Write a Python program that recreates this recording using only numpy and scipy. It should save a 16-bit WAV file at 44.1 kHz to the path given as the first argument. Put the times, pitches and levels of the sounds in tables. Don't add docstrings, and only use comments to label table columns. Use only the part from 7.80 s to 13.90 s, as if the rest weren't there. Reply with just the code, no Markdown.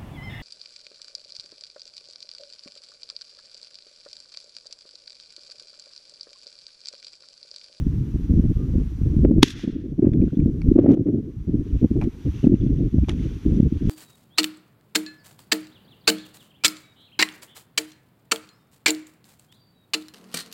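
import sys
import numpy as np
from scipy import signal
from scipy.fft import rfft, irfft, next_fast_len
from scipy.io import wavfile
from scipy.ndimage import uniform_filter1d, map_coordinates

SR = 44100
rng = np.random.default_rng(int(sys.argv[2]) if len(sys.argv) > 2 else 0)


def generate_wav(sig):
    pcm = np.round(np.clip(np.atleast_2d(sig).T, -1, 1) * 32767).astype(np.int16)
    wavfile.write(sys.argv[1], SR, pcm)


N = 268877

# frequency in Hz, relative level in dB per Hz.
HISS_COLOUR = [(400, -19), (800, -1), (1400, -3), (4700, -13), (5800, -12.5), (8000, -19), (12000, -22.5),
               (14800, -28), (15600, -31.5)]
LEAF_COLOUR = [(550, -31), (900, -5), (1400, -2.5), (2600, 0.5), (3000, 0), (3400, 1.5), (3900, -5),
               (5200, -10), (5900, -3), (6700, -10), (7900, -21.5), (11000, -19.5), (14300, -50.5)]
ROUGH_COLOUR = [(300, -33), (600, 15.5), (1000, 4), (2500, -6), (4000, -29), (9000, -43)]
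CONTACT_COLOUR = [(250, -26.5), (600, -2.5), (1200, 4), (2500, 2), (3500, -11.5), (6000, -15), (10000, -27),
                  (15000, -34.5)]
RUMBLE_COLOUR = [(12, -28), (22, -1), (60, 4.5), (120, -0.5), (200, -8.5), (330, -34), (600, -90.5)]
FLUTTER_COLOUR = [(40, -28), (110, 0.5), (200, -1), (290, 4), (340, -3), (400, -9.5), (470, -16),
                  (560, -28), (750, -40.5), (1000, -87)]
RASP_COLOUR = [(300, -27.5), (500, 17.5), (700, 2), (900, -12.5), (1500, -23), (2500, -35), (5000, -45.5),
               (12000, -63.5)]
MUZZLE_COLOUR = [(400, -24), (700, -5), (1050, 4), (1300, -6), (2100, -5), (3300, -1), (4800, -13),
                 (8400, -21), (15500, -39)]
REPORT_COLOUR = [(470, -45.5), (800, -23.5), (1700, -5.5), (2210, -8.5), (2750, -5), (3050, -7.5),
                 (3400, -1), (3860, -8.5), (5070, -11.5), (5600, -9), (6700, -14.5), (7600, -24),
                 (11500, -29.5), (15500, -43.5)]

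# frequency in Hz, relative level in dB.
WHINE_LINES = [(5846, 6), (8780, -7.5), (11715, 1.5), (14626, 1)]
# start in seconds, depth in dB.
SINKS = [(1.449, 7), (1.629, 14), (2.299, 7.5), (2.97, 11.5), (3.13, 11), (4.68, 7.5), (5.801, 4.5)]
# centre in seconds, level in dB, pitch in Hz, half length in ms.
BIRD_CHIRPS = [(.81, -56, 1210, 30)]
# centre in seconds, level in dB, half length in ms.
SWISHES = [(2.5, -70, 75), (3.97, -65.5, 100), (4.489, -63, 70), (4.615, -62, 40), (4.85, -65, 270),
           (5.43, -59, 100), (5.719, -65.5, 170), (6.07, -59.5, 100)]
# centre in seconds, level in dB, ring in Hz.
STEM_SNAPS = [(2.482, -50, 1450), (2.506, -49, 1450), (2.555, -52.5, 3400), (4.548, -49, 2800),
              (4.592, -51, 2700), (4.637, -45, 2930), (4.649, -44, 2580), (4.753, -50, 2750),
              (4.812, -51, 3400)]
# peak time in seconds,
# level in dB, rise in ms, fall in ms, bright crunch over the dull noise in dB.
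ROUGH_BURSTS = [(2.26, -51, 25, 25, -21.5), (3.145, -45.5, 87, 3.3, -13), (3.272, -48.5, 2, 9.6, -16),
                (4.215, -46, 0.7, 23, -6.5), (5.288, -45, 2.8, 24, 2)]
# start in seconds, level in dB, ring in Hz, then crack, knock and
# bright modes, each in dB relative to the ring.
CONTACTS = [(1.794, -45, 1500, 5, 6, -25.5), (2.3349, -43, 3440, 0, -19, -15),
            (2.417, -43.5, 2430, -14, -15, -20), (2.602, -44, 2360, -5, -11, -18),
            (2.8175, -36, 2270, -9, -1, -7), (4.214, -33, 2400, -1.5, 11, -12),
            (4.2225, -40, 2420, -6, 21, -19), (4.2294, -42, 2360, -2.5, 17, -17),
            (4.245, -46.5, 2280, 1, 4, -13), (5.245, -43, 2400, -6, -10, -22),
            (5.286, -41.5, 2710, -4, 23, -9), (5.29, -36, 2350, -8, -8, -17),
            (5.297, -34, 2300, -2, -15, -18), (5.303, -34.5, 1860, -10, -17, -16)]
# frequency in Hz, relative level in dB, 60 dB decay in seconds.
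STEEL_MODES = [(4500, -2.5, 0.013), (5060, -2, 0.0095), (5560, -8, 0.018), (9400, -10, .012)]
# start in seconds, level in dB.
GUST_SNAPS = [(1.4492, -31), (3.1057, -38), (3.118, -36), (3.135, -42)]
# start in seconds, length in seconds, rumble level in dB, flutter level in dB.
GUSTS = [(0.0, 0.48, -22, -34.5), (0.496, 0.21, -16.5, -22), (0.763, 0.14, -18.5, -29.5),
         (0.941, 0.081, -17, -28), (1.032, 0.21, -28, -40.5), (1.215, 0.26, -18.5, -25),
         (1.41, .2, -19.5, -19), (1.645, 0.16, -40, -38), (1.841, 0.033, -45, -26),
         (1.92, 0.23, -35.5, -33), (2.187, 0.0034, -30.5, -20.5), (2.225, 0.24, -22, -18.5),
         (2.527, 0.0042, -35, -21), (2.582, 0.16, -19, -23.5), (2.759, 0.064, -26, -32),
         (2.846, 0.073, -16, -21), (2.958, 0.03, -30, -19), (3.012, 0.087, -37.5, -17.5),
         (3.072, 0.053, -25, -12), (3.16, 0.051, -39, -20), (3.264, 0.035, -32.5, -16.5),
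         (3.325, 0.064, -37.5, -21), (3.432, 0.072, -41, -32), (3.572, 0.029, -26.5, -43.5),
         (3.676, 0.13, -24, -23.5), (3.852, 0.063, -35, -36.5), (3.933, 0.033, -17, -26.5),
         (4.022, 0.015, -18, -15), (4.112, 0.16, -22.5, -23), (4.457, 0.031, -18.5, -26),
         (4.522, 0.081, -30.5, -37), (4.637, 0.12, -24.5, -18), (4.805, 0.26, -20.5, -24),
         (5.129, 0.099, -16.5, -29), (5.28, 0.18, -24.5, -28.5), (5.477, 0.085, -30, -35),
         (5.656, 0.21, -19, -22.5), (5.926, 0.032, -20.5, -29.5), (6.014, .1, -22.5, -26.5)]
# centre in seconds, level in dB, pitch in Hz, rasp in dB.
PUFFS = [(0.069, -10, 208, -57), (0.361, -16, 257, -47), (0.501, -11.5, 186, -56), (0.54, -9.5, 217, -43),
         (0.577, -9.5, 160, -61), (0.598, -4.5, 199, -42.5), (0.642, -12, 168, -46),
         (0.957, -9.5, 226, -38.5), (0.984, -9, 214, -47), (1.368, -7.5, 190, -50), (1.451, -4, 294, -19.5),
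         (1.513, -3, 230, -29.5), (1.584, -4.5, 236, -40), (1.879, -10.5, 225, -40), (1.899, -18, 270, -55),
         (1.965, -16.5, 266, -48), (2.062, -22.5, 299, -51.5), (2.195, -5.5, 258, -36),
         (2.229, -7.5, 338, -37), (2.247, -5.5, 276, -35), (2.272, -2, 266, -34), (2.319, -9, 111, -58),
         (2.374, -8.5, 216.6, -58), (2.404, -8, 172, -55.5), (2.441, -6.5, 269, -52.5),
         (2.574, -8.5, 235, -62), (2.595, -6, 218, -56), (2.662, -6, 236, -39), (2.888, -8.5, 191, -52.5),
         (2.918, -2.5, 304, -51.5), (2.963, -2, 296, -29), (2.984, -9.5, 298, -24), (2.991, -1, 306, -27),
         (2.997, -13, 318, -23.5), (3.045, -11, 307, -27.5), (3.062, -8.5, 307, -23.5),
         (3.083, -5.5, 250, -30), (3.093, -7, 286, -30), (3.108, -3.5, 267, -29), (3.124, -5.5, 322, -33),
         (3.146, -14, 314, -27), (3.174, -14, 314, -32), (3.268, -14, 208, -47), (3.289, -12, 315, -40),
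         (3.384, -14, 284, -44), (3.681, -16.5, 186, -54.5), (3.745, -9.5, 240, -54),
         (4.031, -8.5, 230, -38.5), (4.046, -1.5, 245, -26), (4.117, -12, 241, -58.5),
         (4.166, -13.5, 312, -37), (4.275, -11, 300, -56), (4.465, -14.5, 205, -50),
         (4.644, -3.5, 210, -34), (4.672, 0, 253.5, -35), (4.699, -9, 276, -62), (4.722, -4, 282, -47),
         (4.742, -4, 228, -37), (4.837, -10, 235, -53), (4.867, -11, 252, -46), (4.907, -9.5, 219, -55),
         (5.027, -11, 270, -47), (5.145, -7, 245, -45.5), (5.185, -8.5, 207, -37.5),
         (5.236, -14.5, 275, -49), (5.664, -6, 255, -47.5), (5.739, -14, 120, -62),
         (5.774, -10.5, 234, -54), (5.803, -1.5, 206.5, -31), (5.832, -6, 213, -52),
         (5.926, -10, 235, -49.5), (6.056, -10, 179, -52), (6.074, -10, 190, -53)]
# delay in seconds, level in dB, pitch in Hz,
# half length in ms.
SHOT_PUSHES = [(0, 6.5, 283.5, 1.5), (.0072, -6, 246.6, 1.6)]
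# time in seconds, level in dB, tilt in dB per octave.
FIELD_ROLL = [(1.639, -32, 2.5), (1.654, -39.5, 0.5), (1.718, -43.5, 2.5), (1.749, -49.5, -5),
              (1.78, -47, -1), (1.815, -45, -1.5), (1.869, -53.5, -3), (1.92, -56.5, -4), (1.98, -61.5, -5),
              (2.121, -72, -1.5)]
# centre in seconds, level in dB, half length in ms, tilt in dB per octave.
ECHOES = [(1.679, -40.5, 2, 2), (1.684, -40, 1.8, 4), (1.706, -41, 0.91, 6.5)]

WHINE_DB, HISS_DB, BREEZE_DB = -77.5, -60.5, -68.5
RECOVER_DB_PER_S, SINK_S = 8, 0.03
CRACKLES_PER_S, CRACKLE_DB = 64, -8
STEM_HALF_MS = 1.3
RING_T60_S, CRACK_T60_S = 0.018, 0.012
KNOCK_HZ, KNOCK_T60_S = 780, 0.007
LULL_RUMBLE_DB, LULL_FLUTTER_DB = -42, -43
GUST_RISE_MS, GUST_FALL_MS = 3.9, 12.9
RUMBLE_SLOWER = 1.5
PUFF_HALF_MS_AT_250_HZ, PUFF_PITCH_POWER, RASP_LONGER = 2.3, 0.65, 1.44
PUSH_PER_OCTAVE, PUSHLESS_HZ = 0.86, 266
PHASE_SPREAD_CYCLES = 0.22
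FLUTTER_DISPLACED = 0.35
SHOT_S = 1.632
TOP_HZ = 15650


def amp(db):
    return 10 ** (np.asarray(db) / 20)


def unit(x):
    return x / np.sqrt(np.mean(x ** 2) + 1e-20)


def bell(t, half_ms):
    return np.exp(-0.5 * (t / (half_ms / 1000)) ** 2)


def along(points, hz):
    f, v = np.transpose(points)
    return np.interp(np.log(hz + 1), np.log(f + 1), v)


def wobble(rate):
    knots = rng.standard_normal(int(N * rate / SR) + 4)
    return map_coordinates(knots, [np.arange(N) * rate / SR])


def filtered(x, response):
    m = next_fast_len(len(x) + 8192)
    return irfft(rfft(x, m) * response(np.fft.rfftfreq(m, 1 / SR)), m)[:len(x)]


def coloured(x, spectrum):
    return unit(filtered(x, lambda hz: amp(along(spectrum, hz))))


def lumpy(rate, depth_db):
    return amp(depth_db * wobble(rate)) * rng.standard_normal(N)


def evened(x, span_s):
    span = round(span_s * SR)
    power = uniform_filter1d(uniform_filter1d(x ** 2, span), span)
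    return x / np.sqrt(np.abs(power) + 0.0016)


def wavelets(rows, push):
    out, t = np.zeros(N + SR), np.arange(-SR // 10, SR // 10) / SR
    turns = 0.5 + PHASE_SPREAD_CYCLES * rng.standard_normal(len(rows))
    for (s, db, hz, half_ms), share, turn in zip(rows, push, turns):
        tone = np.cos(2 * np.pi * (hz * t + turn)) + share * np.cos(2 * np.pi * turn)
        out[round(s * SR):][:len(t)] += amp(db) * bell(t, half_ms) * tone
    return out[SR // 10:][:N]


def sinking():
    t = np.arange(N) / SR
    drops_db = [np.where(t > s, db - RECOVER_DB_PER_S * (t - s), 0) for s, db in SINKS]
    depth_db = np.maximum(np.max(drops_db, axis=0), 0)
    return amp(-uniform_filter1d(depth_db, round(SINK_S * SR)))


def camera_noise(sunk):
    t = np.arange(N) / SR
    whine = np.zeros(N)
    for hz, db in WHINE_LINES:
        drift = 0.035 * np.cumsum(rng.standard_normal(N))
        whine += amp(WHINE_DB + db) * np.sin(2 * np.pi * hz * t + drift)
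    hiss = amp(HISS_DB) * coloured(rng.standard_normal(N), HISS_COLOUR)
    return sunk * (hiss + whine)


def far_bird():
    return wavelets(BIRD_CHIRPS, push=np.zeros(len(BIRD_CHIRPS)))


def crackle():
    when, size, pitch = rng.random((round(CRACKLES_PER_S * N / SR), 3)).T
    t = np.arange(-150, 150) / SR
    tones = np.cos(2 * np.pi * 1300 * 5 ** pitch[:, None] * t)
    rings = amp(-4 * np.log(size + 0.13))[:, None] * bell(t, 0.8) * tones
    spots = (when * (N - len(t))).astype(int)[:, None] + np.arange(len(t))
    return coloured(np.bincount(spots.ravel(), rings.ravel(), N), LEAF_COLOUR)


def leaves(sunk):
    t = np.arange(N) / SR
    swishes = sum(amp(db) * bell(t - s, half_ms) for s, db, half_ms in SWISHES)
    stir = (amp(BREEZE_DB) * sunk + swishes) * amp(1.1 * wobble(30))
    rustle = coloured(lumpy(rate=990, depth_db=1.0), LEAF_COLOUR)
    stems = wavelets([(*row, STEM_HALF_MS) for row in STEM_SNAPS], push=np.zeros(len(STEM_SNAPS)))
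    return stir * (rustle + amp(CRACKLE_DB) * crackle()) + stems


def rough_bursts():
    t = np.arange(N) / SR
    dull = coloured(lumpy(rate=180, depth_db=4.0), ROUGH_COLOUR)
    crunch = coloured(lumpy(rate=300, depth_db=8.0), LEAF_COLOUR)
    out = np.zeros(N)
    for s, db, rise_ms, fall_ms, crunch_db in ROUGH_BURSTS:
        swell = bell(t - s, np.where(t < s, rise_ms, fall_ms))
        out += amp(db) * swell * (dull + amp(crunch_db) * crunch)
    return out


def decaying_mode(t, hz, db, t60_s):
    return amp(db - 60 * t / t60_s) * np.sin(2 * np.pi * hz * t)


def gear_ticks():
    out, t = np.zeros(N + SR), np.arange(SR // 10) / SR
    onset = 1 - np.exp(-t / 0.00034)
    for s, db, hz, crack_db, knock_db, bright_db in CONTACTS:
        ring = decaying_mode(t, hz, 0, RING_T60_S)
        knock = decaying_mode(t, KNOCK_HZ, knock_db, KNOCK_T60_S)
        bright = sum(decaying_mode(t, f, level + bright_db + rng.normal(0, 2), t60_s)
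                     for f, level, t60_s in STEEL_MODES)
        noise = coloured(rng.standard_normal(len(t)), CONTACT_COLOUR)
        crack = amp(crack_db - 60 * t / CRACK_T60_S) * noise
        out[round(s * SR):][:len(t)] += amp(db) * (ring - knock + bright + crack) * onset
    return out[:N]


def gust_snaps():
    out, t = np.zeros(N + SR), np.arange(SR // 10) / SR
    for s, db in GUST_SNAPS:
        noise = coloured(rng.standard_normal(len(t)), CONTACT_COLOUR)
        out[round(s * SR):][:len(t)] += amp(db) * bell(t - 0.001, 0.18) * noise
    return out[:N]


def gusts():
    t, slower = np.arange(N) / SR, np.array([[RUMBLE_SLOWER], [1]])
    power = amp([[2 * LULL_RUMBLE_DB], [2 * LULL_FLUTTER_DB]]) * np.ones(N)
    for s, length_s, *levels_db in GUSTS:
        near = slice(max(round((s - 0.2) * SR), 0), round((s + length_s + 0.4) * SR))
        before, after = np.minimum(t[near] - s, 0), np.maximum(t[near] - s - length_s, 0)
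        shape = bell(before, GUST_RISE_MS * slower) * bell(after, GUST_FALL_MS * slower)
        power[:, near] += (amp(levels_db)[:, None] * shape) ** 2
    return 10 * np.log10(power)


def puff_ms(hz):
    return PUFF_HALF_MS_AT_250_HZ * (hz / 250) ** PUFF_PITCH_POWER


def puffs():
    rows = [(s, db, hz, puff_ms(hz)) for s, db, hz, _ in PUFFS]
    push = [PUSH_PER_OCTAVE * max(np.log2(PUSHLESS_HZ / hz), 0) for _, _, hz, _ in PUFFS]
    return wavelets(rows, push)


def wind():
    t = np.arange(N) / SR
    rumble_db, flutter_db = gusts() + 0.91 * wobble(22)
    rumble = amp(rumble_db) * evened(coloured(lumpy(rate=14, depth_db=7.5), RUMBLE_COLOUR), span_s=0.061)
    flutter = amp(flutter_db) * evened(coloured(lumpy(rate=46, depth_db=6.0), FLUTTER_COLOUR), span_s=0.046)
    rasp_level = amp(2.8 * flutter_db - 10.5)
    for s, _, hz, rasp_db in PUFFS:
        near = slice(max(round((s - 0.05) * SR), 0), round((s + 0.05) * SR))
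        shape = bell(t[near] - s, RASP_LONGER * puff_ms(hz))
        rasp_level[near] += amp(rasp_db) * shape
        flutter[near] *= 1 - FLUTTER_DISPLACED * shape
    rasp = rasp_level * coloured(lumpy(rate=180, depth_db=1.3), RASP_COLOUR)
    return rumble + flutter + puffs() + rasp


def field_return():
    report = coloured(lumpy(rate=72, depth_db=1.5), REPORT_COLOUR)
    hz, frame_s, z = signal.stft(report, SR, nperseg=128)
    octaves = np.clip(np.log2((hz[:, None] + 300) / 3000), -3, 1.5)
    when_s, roll_db, roll_tilt = np.transpose(FIELD_ROLL)
    level_db = np.interp(frame_s, when_s, roll_db, -120, -120)
    roll = amp(level_db + np.interp(frame_s, when_s, roll_tilt) * octaves)
    echoes = sum(amp(db + tilt * octaves) * bell(frame_s - s, half_ms) for s, db, half_ms, tilt in ECHOES)
    return signal.istft(z * (roll + echoes), SR, nperseg=128)[1][:N]


def shot():
    t = np.arange(N) / SR - SHOT_S
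    push = sum(amp(db) * bell(t - lag_s, half_ms) * np.cos(2 * np.pi * hz * (t - lag_s))
               for lag_s, db, hz, half_ms in SHOT_PUSHES)
    double = bell(t + 0.001, 0.7) + 0.8 * bell(t - 0.0006, 0.4)
    crack = amp(1.0) * double * coloured(rng.standard_normal(N), MUZZLE_COLOUR)
    report = amp(-17.5) * bell(t, 3.7) * coloured(rng.standard_normal(N), REPORT_COLOUR)
    return push + crack + report + field_return()


def scene():
    sunk = sinking()
    background = camera_noise(sunk) + far_bird() + leaves(sunk)
    contacts = rough_bursts() + gear_ticks() + gust_snaps()
    return (background + contacts + wind() + shot())[None]


def record(dry):
    clipped = dry[0] / (1 + np.abs(dry[0]) ** 24) ** (1 / 24)
    return filtered(clipped, lambda hz: hz < TOP_HZ)[None]


dry = scene()
out = record(dry)
generate_wav(out)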